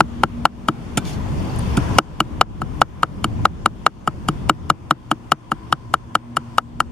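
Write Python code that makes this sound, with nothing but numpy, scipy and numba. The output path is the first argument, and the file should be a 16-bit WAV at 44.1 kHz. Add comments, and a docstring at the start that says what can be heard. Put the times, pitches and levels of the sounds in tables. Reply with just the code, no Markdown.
"""A reedy pond, a small camera's two microphone ports a few metres from a wooden block on a foam raft.
Four cleaver blows ring block and raft; from 1 s blade scoops food and drags; ticks and a cricket follow.
Chopping returns at 2 s and runs to the end. Noise bands make wind on the ports, reeds and a hollow drone;
wavering tones make a far engine and a thin high whine. Wind is strongest at 2.5-3.4 s, weaker after 5 s.
Gain control drops at hard blows and creeps back, so the background swells whenever the chopping eases."""
import sys
import numpy as np
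from scipy import signal
from scipy.io import wavfile
from scipy.ndimage import uniform_filter1d
from numba import njit

SR = 44100
rng = np.random.default_rng(int(sys.argv[2]) if len(sys.argv) > 2 else 0)


def materialize(psi):
    """Save the field psi as 16-bit PCM at rate SR to the path in sys.argv[1].

    A 1-D psi becomes a single channel; in a 2-D psi each row is a channel.
    """
    bounded = np.clip(np.atleast_2d(psi).T, -1, 1)
    quanta = np.round(bounded * 32767).astype(np.int16)
    wavfile.write(sys.argv[1], SR, quanta)


N = 304731  # length in samples

# All levels stand ahead of the gain control; "side" is left minus right.
# Cleaver blows [t/s, level/dB, then against the block's main ring: raft/dB, knock/dB, upper ring/dB]
BLOWS = [(0.005, -11.5, -5, -8, -15.5), (0.2341, -11.5, -9, -7, -16), (0.453, -4.5, -21.5, -8.5, -14.5),
         (0.684, -14.5, -6.5, -12.5, -12), (1.9847, -7.5, -10.5, -11.5, -8.5),
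         (2.2028, -12, -7.5, -14.5, -9.5), (2.4113, -1, -21, -14.5, -13.5), (2.6163, -23, -6, -9, -19),
         (2.8156, -3.5, -17, -11.5, -14.5), (3.0301, -8, -15.5, -21.5, -17), (3.2419, -19, -5, -15.5, -7.5),
         (3.4526, -7.5, -16.5, -16, -19.5), (3.6583, -8.5, -11, -16, -13.5), (3.8634, -4, -15.5, -19, -14),
         (4.0742, -15, -11, -11.5, -16), (4.2849, -23, -1.5, -10, -9), (4.495, -10.5, -8, -15.5, -12),
         (4.6995, -8.5, -12, -19, -11.5), (4.9079, -7.5, -12, -19, -15.5), (5.113, -14, -7, -11, -11),
         (5.318, -9, -13, -18, -12), (5.5162, -18.5, -9.5, -13, -17.5), (5.7245, -13, -15.5, -17, -16),
         (5.9384, -14.5, -16.5, -14, -13.5), (6.1515, -14, -17, -16, -12.5), (6.3673, -20, -15.5, -18, -11),
         (6.5812, -14, -28, -17, -14), (6.8021, -15.5, -22, -14.5, -12.5)]
# Ringing modes, before each blow's detuning [f/Hz, level/dB, t60/s, swell/s, arrival/s, side/dB]:
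# the block's main ring
BLOCK_MODES = [(1290, 12, .0145, .002, .00194, 1), (1080, -5, .012, .0015, .0006, 0),
               (1520, -6, .010, .002, .002, 0), (1860, -14, .012, .001, .0002, 0)]
# the knock of the heel
KNOCK_MODES = [(765, 9, .02, .0009, .0001, -1), (600, -1, .012, .001, .0003, -1),
               (920, -3, .01, .001, .0003, 0), (400, -3, .02, .001, .0005, 0)]
# the upper ring of the wood
UPPER_MODES = [(2897, 9.5, 0.017, 0.0014, 0.000336, 0.01), (2304, 0.5, 0.015, 0.0012, 0.00026, 0.061),
               (3138, 11.5, 0.013, 0.0021, 0.000283, 0.0083), (3728, -5.5, 0.02, 0.0011, 0.000328, 0),
               (4190, -3, 0.0054, 0.00028, 0.000094, 0.019)]
# the foam raft
RAFT_MODES = [(144.9, 0, 0.066, 0.0028, 0.0046, -2.2), (223, -1, 0.059, 0.0058, 0.0025, -2.5),
              (314.5, 3, 0.053, 0.0046, 0.003916, -2), (347.4, -1, .03, 0.0016, 0.00278, -1),
              (407, -3, 0.028, .002, 0.00386, -0.16)]
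# Broad resonances of the crack [f/Hz, width/Hz, level/dB]
CRACK_BANDS = [(4930, 1910, -1.5), (6210, 1310, -7), (7500, 860, -0.5), (9090, 2090, 0), (10460, 2730, -6),
               (12640, 2400, -19)]
# Echoes off water and reeds [f/Hz, width/Hz, level/dB]
SCATTER_BANDS = [(710, 524, 6.5), (1295, 270, 5.5), (2865, 4000, -15.5), (5400, 7100, -30)]
# The edge wanders over the block [t/s, pitch factor]
BLOCK_PITCH_CURVE = [(0, 1.052), (.7, 1.018), (2, 0.998), (3, 0.995), (6.9, 1.016)]
# The camera drifts past the raft [t/s, side/dB]
CHOP_PAN_CURVE = [(0, 4), (2, 2), (6.9, 3)]
# Scoops under the heap
# [clatter t/s, gritty level/dB, woody level/dB, woody delay/s, raft push t/s, raft level/dB]
SCOOP_EVENTS = [(0.9718, -25, -29.5, 0.00205, .9695, -24), (1.7686, -40, -40.5, .005, 1.770, -25.5)]
# Steel modes of the blade [f/Hz, level/dB, t60/s]
STEEL_MODES = [(1540, -12, .3), (2350, -2, .09), (3550, 0, .07), (4100, -2, .06), (4500, -4, .05),
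               (5280, -6, .04), (6500, -6, .04)]
# The flat of the blade touches the block [t/s, level/dB]
FLAT_TAPS = [(.975, -44), (1.052, -53)]
# Bright little ticks [t/s, level/dB]
TICK_EVENTS = [(1.428, -56), (1.561, -46), (1.588, -45), (1.5929, -43)]
# Hollow band of noise [t/s, level/dB]
DRONE_CURVE = [(0, -66), (1, -72.5), (2, -58), (3.5, -66), (5, -67.5), (5.8, -62.5), (6.5, -65.5),
               (6.91, -70)]
# Spectrum of wind and reeds, relative [f/Hz, density level/dB]
OUTDOOR_SPECTRUM = [(15, -35), (25, -4.5), (69, 4), (228, -5.5), (455, -18), (506, -20.5), (934, -22),
                    (1820, -33.5), (3440, -36.5), (3930, -41.5), (6020, -43.5), (8070, -49), (8980, -51),
                    (13400, -57), (14500, -69)]
# Correlation between left and right outdoors [f/Hz, likeness 0-1]
LIKENESS = [(30, 0.09), (70, 0), (130, 0.89), (290, 0.4), (640, 0.02), (15000, 0.15)]
# Wind against the spectrum [t/s, level/dB]
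WIND_CURVE = [(0, 4), (.6, 0), (1.5, -0.5), (2.5, 4), (3, 1), (3.4, 5.5), (3.9, -0.5), (4.3, 0), (5, -6.5),
              (6.5, -11), (6.91, -6)]
# Reeds against the spectrum [t/s, level/dB]
REEDS_CURVE = [(0, 5.5), (.5, 3.5), (2, 4.5), (3.5, 3.5), (4.2, 1), (6.91, -5)]
# Upper partial of the engine, which comes and goes [t/s, level/dB]
ENGINE_UPPER_CURVE = [(0, -41.5), (.5, -44.5), (1, -57.5), (2.5, -66), (5, -59), (5.9, -62.5), (6.2, -50.5),
                      (6.91, -52)]
# Notches of the microphone ports [f/Hz, width/Hz, depth 0-1]
PORT_NOTCHES = [(3970, 300, .6), (7850, 200, .75)]

# crack against the upper ring; softer blows crack more for their size
CRACK_DB, CRACK_DB_PER_BLOW_DB = -4, -0.53
CRACK_RISE_S, CRACK_FALL_S = .0015, .0025
FOOD_DB, FOOD_SPREAD_DB = -42, 3  # the crunch does not follow the force of the blow
RAFT_SPREAD_DB = 2.5
SCRAPE_START_S, SCRAPE_DB, SCRAPE_SAG_DB = 1.024, -52.5, -5
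SCRAPE_ATTACK_S, SCRAPE_HOLD_S, SCRAPE_RELEASE_S = 0.042, 0.066, 0.096  # release: time to fall 20 dB
CHIRP_HZ, CHIRP_DB, CHIRP_RISE_S, CHIRP_FALL_S = 4650, -60, .004, .006
CHIRP_START_S, CHIRP_GAP_S = 1.4443, .0495
WHINE_HZ, WHINE_SAG_HZ_PER_S, WHINE_WAVER_HZ = 8692, -29, 6
WHINE_DB, WHINE_FADE_DB_PER_S = -82, -.7
DRONE_HZ, DRONE_WIDTH_HZ = 1010, 114
MURMUR_HZ, MURMUR_WIDTH_HZ, MURMUR_DB = 318.4, 52, -64.5
OUTDOORS_DB = -70.5
ENGINE_HZ, ENGINE_LOW_DB, ENGINE_WAVER = 118.7, -54, .005  # waver as a share of the pitch
GAIN_START, GAIN_CLIMB_PER_S, GAIN_MAX = 11.4, 9.93, 18  # gains are factors
GAIN_TOP, GAIN_ATTACK_S, GAIN_HOLD_S = 0.9, 0.0019, 0.027  # peak ceiling, time constants
TOP_HZ = 16100


def undb(db):
    """Amplitude factor of a level in dB."""
    return 10 ** (np.asarray(db) / 20)


def unit(x):
    """Scale to an RMS of 1."""
    return x / np.sqrt(np.mean(x ** 2))


def band(x, hz, width):
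    """Band-pass around hz."""
    edges = np.clip([hz - width / 2, hz + width / 2], 10, .45 * SR)
    return signal.sosfilt(signal.butter(2, edges, "band", fs=SR, output="sos"), x)


def walk(rate):
    """Random levels held 1 / rate s and slewed twice; spread near 1."""
    hold = int(SR / rate)
    steps = np.repeat(rng.standard_normal(N // hold + 1), hold)
    return 1.222 * uniform_filter1d(uniform_filter1d(steps, hold), hold)[:N]


def curve(points):
    """Straight lines through (t/s, value) points."""
    return np.interp(np.arange(N) / SR, *np.transpose(points))


def add(out, s, x):
    """Mix x in at s seconds."""
    i = int(s * SR)
    a, b = max(i, 0), min(i + x.shape[-1], N)
    out[:, a:b] += x[..., a - i:b - i]


def pan(db):
    """Left and right factors that differ by db."""
    return undb(np.array([[db], [-db]]) / 2)


def ring(modes, detune, spread_db=0., right_lag_s=.00005):
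    """Modes swell as the blow sinks in and die away; the first push points away from the microphone."""
    out = 0
    for hz, db, t60, swell, arrival, side_db in modes:
        t = np.maximum(np.arange(4000) / SR - arrival - np.array([[0], [right_lag_s]]), 0)
        shape = (1 - np.exp(-t / swell)) * np.exp(-np.log(1000) * t / t60)
        size = undb(db + spread_db * rng.standard_normal())
        out = out - size * pan(side_db) * shape * np.sin(2 * np.pi * hz * detune * t)
    return out


def burst(bands, rise, fall):
    """A short puff of noise through broad resonances, a little late and duller at the right port."""
    t = np.arange(2000) / SR
    puff = rng.standard_normal(2003)
    shared = np.array([puff[3:], (puff[2:-1] + puff[1:-2]) / 2])
    noise = shared + .5 * rng.standard_normal((2, 2000))
    tone = 0
    for hz, width, db in bands:
        tone = tone + undb(db) * band(noise, hz, width) / np.sqrt(2 * width / SR)
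    return tone * (1 - np.exp(-t / rise)) * np.exp(-t / fall)


def chops():
    """Food crunches, the heel knocks, the whole edge lands; block and raft ring, the pond scatters it."""
    out = np.zeros((2, N))
    for s, db, raft_db, knock_db, upper_db in BLOWS:
        place = pan(np.interp(s, *np.transpose(CHOP_PAN_CURVE)))
        size = undb(db) * place
        crack_db = upper_db + CRACK_DB + CRACK_DB_PER_BLOW_DB * (db + 7.5)
        food_db = FOOD_DB + FOOD_SPREAD_DB * rng.standard_normal()
        detune = 1 + .006 * rng.standard_normal(4)
        pitch = np.interp(s, *np.transpose(BLOCK_PITCH_CURVE))
        detune[:2] *= pitch ** np.array([1, 2])  # the knock shifts more than the main ring

        wood = ring(BLOCK_MODES, detune[0], 1)
        wood = wood + undb(knock_db) * ring(KNOCK_MODES, detune[1], 0.77)
        wood = wood + undb(upper_db) * ring(UPPER_MODES, detune[2] ** 4, 2.)
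        raft = undb(raft_db) * ring(RAFT_MODES, detune[3], RAFT_SPREAD_DB)
        crack = undb(crack_db) * burst(CRACK_BANDS, CRACK_RISE_S, CRACK_FALL_S)
        crunch = undb(food_db) * burst([(3000, 2500, 0)] + CRACK_BANDS, .005, .003)
        echo = undb(-22.5) * burst(SCATTER_BANDS, 0.0012, 0.0066)
        add(out, s, size * (wood + raft))
        add(out, s, size * crack)
        add(out, s - .006, place * crunch)  # the edge meets the food first
        add(out, s + 0.00166, size * echo)
    return out


def scoops():
    """The blade slides under the food with a gritty, then woody clatter and rocks the raft."""
    out = np.zeros((2, N))
    for s, grit_db, wood_db, delay, push_s, raft_db in SCOOP_EVENTS:
        add(out, s, undb(grit_db) * burst([(3100, 1750, 1.3)] + CRACK_BANDS, 0.0029, 0.0049))
        add(out, s + delay, undb(wood_db) * burst(SCATTER_BANDS, 0.0033, 0.0049))
        add(out, push_s, undb(raft_db) * ring(RAFT_MODES, 0.922))
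    return out


def blade():
    """Stick-slip clicks of the dragged edge and light taps ring the steel; the drag also hisses."""
    since = np.arange(N) / SR - SCRAPE_START_S
    held = np.clip((since - SCRAPE_ATTACK_S) / SCRAPE_HOLD_S, 0, 1)
    after = np.maximum(since - SCRAPE_ATTACK_S - SCRAPE_HOLD_S, 0)
    release = np.exp(-after * np.log(10) / SCRAPE_RELEASE_S)
    attack = np.clip(since / SCRAPE_ATTACK_S, 0, 1) ** 2
    drag = undb(SCRAPE_DB + SCRAPE_SAG_DB * held) * attack * release
    slip_db = 3.0 * rng.exponential(size=N) + 2 * walk(70)
    slips = drag * rng.standard_normal((2, N)) * undb(slip_db)

    force = undb(-39.5) * slips[0]
    for s, db in FLAT_TAPS:
        force[int(s * SR)] += undb(db)
    t = np.arange(12000) / SR
    steel = 0
    for hz, db, t60 in STEEL_MODES:
        steel = steel + undb(db) * np.exp(-np.log(1000) * t / t60) * np.sin(2 * np.pi * hz * t)
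    hiss = band(slips, 4500, 5200) + 0.19 * band(slips, 8400, 4500)
    return signal.fftconvolve(force, steel)[:N] + hiss


def ticks():
    """Bright little ticks: very short puffs of high noise."""
    out = np.zeros((2, N))
    for s, db in TICK_EVENTS:
        add(out, s, undb(db) * burst([(9600, 2900, 0)], 0.0003, 0.00086))
    return out


def cricket():
    """Four evenly spaced raspy chirps, each a puff of narrow-band noise."""
    out = np.zeros((2, N))
    for k in range(4):
        chirp = burst([(CHIRP_HZ, 250, 0)], CHIRP_RISE_S, CHIRP_FALL_S)
        add(out, CHIRP_START_S + k * CHIRP_GAP_S, undb(CHIRP_DB) * chirp)
    return out


def whine():
    """A thin high whine, probably the camera's: one wavering sine that slowly sinks in pitch and level."""
    t = np.arange(N) / SR
    hz = WHINE_HZ + WHINE_SAG_HZ_PER_S * t + WHINE_WAVER_HZ * walk(3)
    flicker_db = 2 * np.array([walk(50), walk(60)])  # separate at each port
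    level = undb(WHINE_DB + WHINE_FADE_DB_PER_S * t + flicker_db)
    return level * np.sin(2 * np.pi * np.cumsum(hz) / SR)


def drone():
    """A hollow band of noise, stronger at left, over a lower murmuring band in the middle."""
    hollow = unit(band(rng.standard_normal((2, N)), DRONE_HZ, DRONE_WIDTH_HZ)) * pan(4)
    murmur = unit(band(rng.standard_normal(N), MURMUR_HZ, MURMUR_WIDTH_HZ))
    murmur = undb(MURMUR_DB + 2 * walk(1.8)) * murmur
    return murmur + hollow * undb(curve(DRONE_CURVE) + 0.84 * walk(18))


def outdoors(wind_db, reeds_db):
    """Noise bands a quarter octave apart: gusty wind on the ports below, smoother reeds above."""
    out, gust = 0, walk(3.16)
    spectrum_hz, spectrum_db = np.transpose(OUTDOOR_SPECTRUM)
    alike_hz, alike_share = np.transpose(LIKENESS)
    for hz in 25 * 2 ** np.arange(0, 9.2, 1 / 4):
        mid, side = band(rng.standard_normal((2, N)), hz, hz / 5) * np.sqrt(SR / 2)
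        alike = np.clip(np.interp(np.log(hz), np.log(alike_hz), alike_share), 0, 1)
        stereo = np.sqrt(1 + alike) * mid + np.sqrt(1 - alike) * side * np.array([[1], [-1]])
        windy = 1 / (1 + (hz / 400) ** 3)  # wind's share of the level changes
        db = np.interp(np.log(hz), np.log(spectrum_hz), spectrum_db)
        db = db + windy * (wind_db + 2.04 * gust + 2.7 * walk(11))
        db = db + (1 - windy) * (reeds_db + 1.6 * walk(14))
        out = out + undb(db) * stereo * pan(2.4)
    return out * undb(OUTDOORS_DB)


def engine(upper_db):
    """A far engine: two wavering partials an octave apart."""
    phase = 2 * np.pi * np.cumsum(ENGINE_HZ * (1 + ENGINE_WAVER * walk(8))) / SR
    upper = undb(upper_db + 2.9 * walk(12.0)) * np.sin(2 * phase)
    low = undb(ENGINE_LOW_DB + 2 * walk(13)) * np.sin(phase)
    return upper + low


def scene():
    """Raft in front, then ticks, cricket, whine and drone, then wind, reeds and the far engine."""
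    near = chops() + scoops() + blade()
    faint = ticks() + cricket() + whine() + drone()
    background = outdoors(curve(WIND_CURVE), curve(REEDS_CURVE)) + engine(curve(ENGINE_UPPER_CURVE))
    return near + faint + background


@njit
def gain_control(peak, gain, climb, most, top, attack, hold):
    """The gain falls fast towards what the held peak allows, else it climbs in even steps."""
    out, held = np.empty(len(peak)), 1e-9
    for i in range(len(peak)):
        held = max(peak[i], held * hold)
        if gain * held > top:
            gain += attack * (top / held - gain)
        else:
            gain = min(gain + climb, most)
        out[i] = gain
    return out


def record(dry):
    """Port notches; gain control, too slow to stop the blows from clipping; then the top is cut."""
    for hz, width, depth in PORT_NOTCHES:
        dry = dry - depth * signal.lfilter(*signal.iirpeak(hz, hz / width, fs=SR), dry)
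    peak = np.abs(dry).max(axis=0)  # the louder port steers both
    attack, hold = 1 / (GAIN_ATTACK_S * SR), np.exp(-1 / (GAIN_HOLD_S * SR))
    gain = gain_control(peak, GAIN_START, GAIN_CLIMB_PER_S / SR, GAIN_MAX, GAIN_TOP, attack, hold)
    clipped = np.clip(dry * gain, -1, 1)
    top_cut = signal.ellip(8, .2, 60, TOP_HZ, fs=SR, output="sos")
    return np.clip(signal.sosfilt(top_cut, clipped), -1, 1)


dry = scene()
out = record(dry)
materialize(out)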